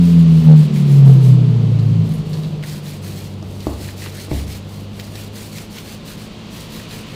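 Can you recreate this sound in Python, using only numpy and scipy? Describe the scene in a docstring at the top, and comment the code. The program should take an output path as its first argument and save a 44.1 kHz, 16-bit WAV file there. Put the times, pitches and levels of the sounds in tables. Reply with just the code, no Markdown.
"""Two cooks work dough on trays on a table in a hard-walled room.
From the start an engine outside booms through the walls over a soft hiss, while palms in plastic
gloves roll a rope of dough to and fro, rubbing and crinkling. By 3 s the engine has slowed to a faint
idle and the hiss has faded. Then a slab is lifted and, at 4.3 s, flops onto its tray, exciting its modes.
At 5 s scissors click open, then snip twice; the rolling goes on and the hiss returns."""
import sys
import numpy as np
from scipy import signal
from scipy.fft import rfft, irfft
from scipy.io import wavfile
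from scipy.ndimage import uniform_filter1d

SR = 44100
rng = np.random.default_rng(int(sys.argv[2]) if len(sys.argv) > 2 else 0)


def unload_wav(signal):
    """Save mono or channel-first audio to the path in sys.argv[1] as 16-bit WAV at rate SR, clipped to [-1, 1]."""
    wavfile.write(
        sys.argv[1],
        SR,
        np.round(np.clip(np.atleast_2d(signal).T, -1, 1) * 32767).astype(np.int16),
    )


N = 315711
TIME = np.arange(N) / SR

# Levels are relative; spectra give density per hertz.
# firing rate of the engine, which slows, idles and creeps up again: t/s, f/Hz
FIRING_RATE = [(0, 174), (.75, 147), (1.25, 129), (1.65, 114), (2.25, 104.5), (2.9, 98), (4.4, 97),
               (5.5, 104), (7.15, 109)]
# firing tone, booming in swells and then falling away: t/s, level/dB
FIRING_LEVEL = [(0, -7), (.09, -9.5), (.2, -5), (.25, -8), (.38, -7), (.428, -15), (.47, -4), (.51, -1.9),
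                (.62, -7), (.7, -22), (.735, -14), (.87, -12.5), (.93, -6.5), (1.1, -3.2), (1.22, -8.5),
                (1.29, -5.5), (1.48, -13), (2.02, -14.5), (2.15, -34), (2.88, -41), (3.05, -31.5),
                (5.1, -33.5), (6, -43), (7.15, -41)]
# how hard and unevenly the engine runs: t/s, lesser tones/dB, rumble/dB, order 1.5/dB, order 0.5/dB
ENGINE_LOAD = [(0, -31, -27, -25, -24.5), (.38, -29, -26, -28, -29), (.51, -44, -24.5, -14.5, -27),
               (.62, -28, -25, -31.5, -40), (.75, -20, -28, -24.5, -46), (1.07, -25.5, -20, -28.5, -60),
               (1.35, -17.5, -23.5, -32, -42), (1.65, -21.5, -25.5, -28.5, -36),
               (2.03, -19.5, -28.5, -17, -44), (2.2, -26, -30, -23.5, -36), (2.38, -29.5, -26.5, -22, -48),
               (2.85, -33.5, -39, -30, -53), (3.1, -34, -34.5, -38, -56), (4, -35.5, -48.5, -40, -56),
               (7.15, -33, -38.5, -47, -66)]
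# lesser engine tones: order (multiple of the firing rate), booming level/dB, idling level/dB
LESSER_ORDERS = [(1.27, 2.5, -26), (2, -2, -1.5), (2.499, 0, -17.5), (3.5, -10.5, -16)]
# transmission through the walls: f/Hz, level/dB
WALL_TRANSMISSION = [(25, -22), (40, -22), (65, -27.5), (100, -13), (140, -0.5), (170, -0.5), (215, -8),
                     (300, -24), (345, -12), (380, -23), (420, -11), (520, -22), (1500, -40), (5000, -82)]
# spectrum of the low room tone: f/Hz, level/dB
ROOM_TONE_SPECTRUM = [(15, -47.5), (28, -12), (60, -8), (120, -10.5), (155, -5), (180, -7.5), (205, -4.5),
                      (240, -9), (330, -11.5), (420, -12), (600, -17), (1000, -25.5), (1400, -30),
                      (3000, -80)]
# spectrum of the hiss: f/Hz, level/dB
HISS_SPECTRUM = [(500, -36), (1000, 3), (1500, -4.5), (2200, -1.5), (2900, 2), (3700, -1), (4500, -2),
                 (5200, -8), (8000, -15.5), (11000, -26), (15500, -29.5)]
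# the hiss fades and returns: t/s, level/dB
HISS_ENVELOPE = [(0, -40), (.6, -39.5), (1.2, -42), (1.7, -43.5), (2.5, -45.5), (3.4, -48), (4.9, -46.5),
                 (5.7, -46), (6.4, -42.5), (7.15, -39.5)]
# strokes of the palms, to and fro: start t/s, duration/s, level at full speed/dB
PALM_STROKES = [(0, 0.19, -43.5), (0.171, 0.079, -47), (0.264, 0.31, -48.5), (0.55, 0.13, -43.5),
                (0.727, 0.12, -43), (0.846, 0.19, -44.5), (1.035, 0.17, -45), (1.192, 0.18, -45),
                (1.767, .26, -60), (2.033, .2, -50), (2.244, 0.3, -49.5), (2.623, .19, -41),
                (2.82, 0.18, -43), (3.011, 0.17, -42.5), (3.144, 0.15, -42.5), (3.256, 0.11, -52.5),
                (3.424, 0.35, -51), (3.595, 0.2, -44.5), (3.761, 0.2, -42), (3.958, 0.18, -40),
                (4.122, 0.17, -40.5), (4.286, 0.19, -41), (4.457, .15, -40.5), (4.663, 0.21, -49),
                (4.927, 0.22, -47), (5.113, 0.18, -41.5), (5.326, 0.2, -41), (5.501, 0.18, -41.5),
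                (5.693, 0.18, -44), (5.84, 0.15, -42), (6.047, 0.12, -41), (6.166, 0.12, -45.5),
                (6.5, 0.19, -44), (6.683, 0.19, -42.5), (6.884, 0.16, -41.5), (7.05, 0.22, -52.5)]
# spectrum of sliding gloves: f/Hz, level/dB
GLOVE_SPECTRUM = [(600, -8.5), (1300, -3.5), (2000, -2), (3000, -0.5), (4300, 5), (5500, 0), (8000, -0.5),
                  (11000, -3.5), (15500, -4.5)]
# spectrum of rasping and snapping plastic: f/Hz, level/dB
PLASTIC_SPECTRUM = [(500, 9), (1100, -6.5), (1900, 7.5), (3000, 1), (4300, 2.5), (5500, -9), (8000, -12.5),
                    (15000, -41.5)]
# buckling of gloves and tray film: t/s, level/dB, decay time/s, fold resonance f/Hz
BUCKLES = [(0.757, -34.5, 0.013, 2140), (1.787, -39.5, 0.015, 4000), (2.09, -43, .014, 10500),
           (2.138, -40.5, .018, 10500), (2.331, -33.5, .018, 4340), (2.37, -42, 0.0095, 4000),
           (2.435, -37.5, 0.018, 3800), (2.627, -29.5, 0.0031, 2800), (2.636, -30, 0.0082, 1840),
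           (2.864, -38, .008, 3980), (3.426, -40, .005, 5100), (3.603, -37, .012, 4700),
           (3.669, -30.5, .004, 4440), (3.888, -38, 0.0087, 1900), (4.04, -39, 0.025, 2130),
           (4.061, -33, .011, 1250), (4.311, -34.5, 0.0095, 2370), (4.396, -36, .0092, 2200),
           (4.74, -44, 0.0066, 7060), (5.154, -32, .008, 4260), (6.795, -37, .0095, 2100),
           (6.909, -36, 0.011, 4000)]
# impacts on the tray: t/s, level/dB, contact time/s
TRAY_IMPACTS = [(3.427, -23, 0.0011), (3.6688, -6.5, .0012), (4.283, -25.5, 0.0011), (4.311, -27, 0.00073),
                (4.3151, -8.5, 0.0015), (4.319, 1, 0.0064), (4.331, -19.5, 0.0015), (4.346, -5, .009),
                (4.368, -18, 0.0026)]
# normal modes of tray and table: f/Hz, level/dB, T60/s
TRAY_MODES = [(70, -20, 0.51), (131, -13.5, 0.1), (267, -6.5, 0.026), (311, -4.5, 0.041), (363, -40, 0.2),
              (460, -7, 0.0065), (607, -7.5, 0.016), (815, -9.5, 0.023), (1100, -4, 0.017),
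              (2600, -18, .012)]
# the scissors open, then cut twice: click t/s, slide before it/s, slide level/dB, click level/dB
SCISSOR_MOVES = [(4.998, .006, -37.5, -33), (5.583, .03, -43, -31), (5.784, .045, -39, -34)]
# spectrum of the blades: f/Hz, level/dB
BLADE_SPECTRUM = [(700, -5), (1900, 8.5), (3000, 11), (4500, 8), (6500, 4.5), (10000, -10), (15000, 0.5)]
# reverberation time of the room: f/Hz, T60/s
REVERB_TIME = [(100, 0.67), (400, 0.67), (1500, 0.59), (5000, 0.56), (14000, 0.1)]


def gain_of(db):
    """Amplitude ratio: a factor of ten for every 20 dB."""
    return 10 ** (np.asarray(db) / 20)


def unit_rms(x):
    """Normalisation to a mean square of 1."""
    return x / np.sqrt(np.mean(x ** 2) + 1e-20)


def value_at(points, hz):
    """Linear interpolation over log frequency."""
    f, value = np.transpose(points)
    return np.interp(np.log(hz + 1), np.log(f + 1), value)


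def curves(rows):
    """Linear interpolation over time of each column of a control table."""
    times, *columns = np.transpose(rows)
    return [np.interp(TIME, times, column) for column in columns]


def add(mix, start_s, sound):
    """Superposition: a sound adds to the mix from its onset."""
    part = mix[round(start_s * SR):][:len(sound)]
    part += sound[:len(part)]


def colour(x, spectrum):
    """Linear filtering that conserves the power of white noise."""
    response = unit_rms(gain_of(value_at(spectrum, np.fft.rfftfreq(N, 1 / SR))))
    return irfft(rfft(x) * response, N)


def noise(spectrum):
    """Stationary Gaussian noise of a given spectrum, rms 1."""
    return unit_rms(colour(rng.standard_normal(N), spectrum))


def drift(rate_hz):
    """Low-pass noise: a slow random fluctuation of rms 1."""
    hz = np.fft.rfftfreq(N, 1 / SR)
    return unit_rms(irfft(rfft(rng.standard_normal(N)) * np.exp(-(hz / rate_hz) ** 2), N))


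def engine():
    """Periodic firing gives a tone over a rumble; unequal cylinders add tones between its harmonics."""
    firing_hz, = curves(FIRING_RATE)
    firing_db, = curves(FIRING_LEVEL)
    lesser_db, rumble_db, overtone_db, throb_db = curves(ENGINE_LOAD)
    phase = 2 * np.pi * np.cumsum(firing_hz) / SR

    def tone(order, depth):
        """One engine order under random amplitude and phase modulation."""
        wobble = 1 + depth * (drift(26) + 1j * drift(26))
        carrier = np.exp(1j * (order * phase + 2 * np.pi * rng.random()))
        return np.sqrt(2) * (wobble * carrier).real

    waver = np.interp(TIME, [1.5, 3], [.025, .14])  # steady under load, looser at idle
    out = gain_of(firing_db) * tone(1, waver) + gain_of(throb_db) * tone(.5, waver)
    out += gain_of(overtone_db) * tone(1.5, depth=.2)
    for order, booming_db, idling_db in LESSER_ORDERS:
        order_db = np.interp(TIME, [2.1, 2.4], [booming_db, idling_db])  # the load comes off
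        wall_db = value_at(WALL_TRANSMISSION, order * firing_hz)
        out += gain_of(lesser_db + order_db + wall_db) * tone(order, depth=.54)
    return out + gain_of(rumble_db) * noise(WALL_TRANSMISSION)


def background(room_tone_db=-36.5):
    """Filtered noise: a steady low room tone, and a soft hiss that fades and returns."""
    hiss_db, = curves(HISS_ENVELOPE)
    return gain_of(room_tone_db) * noise(ROOM_TONE_SPECTRUM) + gain_of(hiss_db) * noise(HISS_SPECTRUM)


def rubbing_db(resting_db=-61, skew=0.81, speed_exponent=0.84):
    """Friction noise grows as a power of sliding speed; overlapping strokes add in power."""
    power = np.full(N, gain_of(resting_db) ** 2)  # the gloves never lie quite still
    for start, duration, db in PALM_STROKES:
        progress = np.linspace(0, 1, int(duration * SR))
        speed = abs(np.sin(np.pi * progress ** skew))  # fastest a little before mid-stroke
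        add(power, start, (gain_of(db) * speed ** speed_exponent) ** 2)
    return 10 * np.log10(power)


def shifting_colour(x, depth_db):
    """Time-varying filtering: random spectral peaks come and go, so the rubbing keeps changing colour."""
    spectra = signal.stft(x, SR, nperseg=512)[2]
    patches = uniform_filter1d(rng.standard_normal(spectra.shape), size=4, axis=0)  # over frequency
    patches = unit_rms(uniform_filter1d(patches, size=7, axis=1))  # over time
    return signal.istft(spectra * gain_of(depth_db * patches), SR, nperseg=512)[1][:N]


def resonate(x, hz, width_hz):
    """A damped resonator whose centre frequency follows the curve hz."""
    carrier = np.exp(2j * np.pi * np.cumsum(hz) / SR)
    pole = np.exp(-np.pi * width_hz / SR)
    baseband = signal.lfilter([(1 - pole) ** 2], [1, -2 * pole, pole * pole], x / carrier)
    return (carrier * baseband).real


def slips(per_s, spread_db):
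    """Stick-slip friction: randomly timed impulses of unequal size, rms 1."""
    size = gain_of(spread_db * np.minimum(rng.exponential(1, N), 4))
    return unit_rms(size * rng.standard_normal(N) * (rng.random(N) < per_s / SR))


def rolling_palms(sizzle_db=2.5, rasp_db=-5, chafe_db=-7, coarse_growth=1.67):
    """Sliding friction of thin gloves: a fine sizzle, and coarser slips at the height of each stroke."""
    stroke_db = rubbing_db()
    sizzle = slips(per_s=26000, spread_db=2.5) * gain_of(stroke_db + sizzle_db + 1.36 * drift(70))
    sizzle = shifting_colour(colour(sizzle, GLOVE_SPECTRUM), depth_db=1.7)
    coarse_db = stroke_db.max() + coarse_growth * (stroke_db - stroke_db.max())
    rasp = slips(per_s=2300, spread_db=0.5) * gain_of(coarse_db + rasp_db - drift(40))
    friction = slips(per_s=4000, spread_db=-0.5)
    hollow_hz = 2100 * np.exp(.17 * drift(7.4))  # the hollow between the palms changes size
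    chafe = unit_rms(resonate(friction, hollow_hz, width_hz=410)) * gain_of(coarse_db + chafe_db)
    return sizzle + shifting_colour(colour(rasp, PLASTIC_SPECTRUM), depth_db=4) + chafe


def room(x, wet_db):
    """Reverberation: dense reflections of random sign decay exponentially, each band at its own rate."""
    reflections = rng.choice([-1., 1.], SR) * (rng.random(SR) < 3000 / SR)
    reflections *= TIME[:SR] > .006  # gap after the direct sound
    hz, t, spectra = signal.stft(reflections, SR, nperseg=512)
    decay = gain_of(-60 * t / value_at(REVERB_TIME, hz)[:, None])
    tail = signal.istft(spectra * decay, SR, nperseg=512)[1]
    return x + gain_of(wet_db) * signal.fftconvolve(x, tail / np.linalg.norm(tail))[:N]


def crinkles(snap_db=-4, ring_db=-2, attack_s=0.00027):
    """Buckling: plastic gives way in short clumps of snaps, each exciting the resonance of its fold."""
    snaps, rings, t = np.zeros(N), np.zeros(N), TIME[:SR // 4]
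    grain = slips(per_s=5000, spread_db=2.0)
    for start, db, decay_s, hz in BUCKLES:
        envelope = gain_of(db) * (1 - np.exp(-t / attack_s)) * np.exp(-t / decay_s)
        clump = envelope * unit_rms(np.roll(grain, -round(start * SR))[:len(t)])
        fold = signal.lfilter(*signal.iirpeak(hz, Q=4, fs=SR), clump)
        add(snaps, start, clump * min(1, (4000 / hz) ** 2))  # the tiniest folds only tick
        add(rings, start, unit_rms(fold) * clump.std())
    return gain_of(snap_db) * colour(snaps, PLASTIC_SPECTRUM) + gain_of(ring_db) * rings


def tray():
    """Modal response to blows of hands and dough: the longer the contact, the lower the modes excited."""
    t, out = TIME[:SR], np.zeros(N)
    ring = -sum(gain_of(db - 60 * t / t60) * np.cos(2 * np.pi * hz * t) for hz, db, t60 in TRAY_MODES)
    for start, db, contact_s in TRAY_IMPACTS:
        force = np.sin(np.pi * np.minimum(t / contact_s, 1)) ** 2
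        add(out, start, gain_of(db) * signal.fftconvolve(force / force.sum(), ring))
    return out


def scissors(click_decay_s=.003):
    """Friction, then impact: the blades scrape along each other and stop with a damped click."""
    envelope = np.zeros(N)
    for click_time, slide_s, slide_db, click_db in SCISSOR_MOVES:
        slide = signal.windows.tukey(int((slide_s + 0.016) * SR), .3)
        add(envelope, click_time - slide_s, gain_of(slide_db) * slide)
        add(envelope, click_time, gain_of(click_db) * np.exp(-TIME[:SR // 10] / click_decay_s))
    return colour(envelope * slips(per_s=24000, spread_db=-11.0), BLADE_SPECTRUM)


def scene():
    """Superposition of the reverberant handwork, the engine and the background."""
    handwork = room(rolling_palms(), wet_db=-12)
    handwork += room(crinkles() + scissors(), wet_db=-15)
    handwork += room(tray(), wet_db=-6)
    return (engine() + background() + handwork)[None]


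def record(dry, cutoff_hz=15600):
    """Hard clipping flattens the loudest booms; a low-pass filter then limits the band."""
    clipped = np.clip(dry, -1, 1)
    lowpass = signal.firwin(511, cutoff_hz, window=("kaiser", 9), fs=SR)
    return signal.oaconvolve(clipped, lowpass[None], "same")


dry = scene()
out = record(dry)
unload_wav(out)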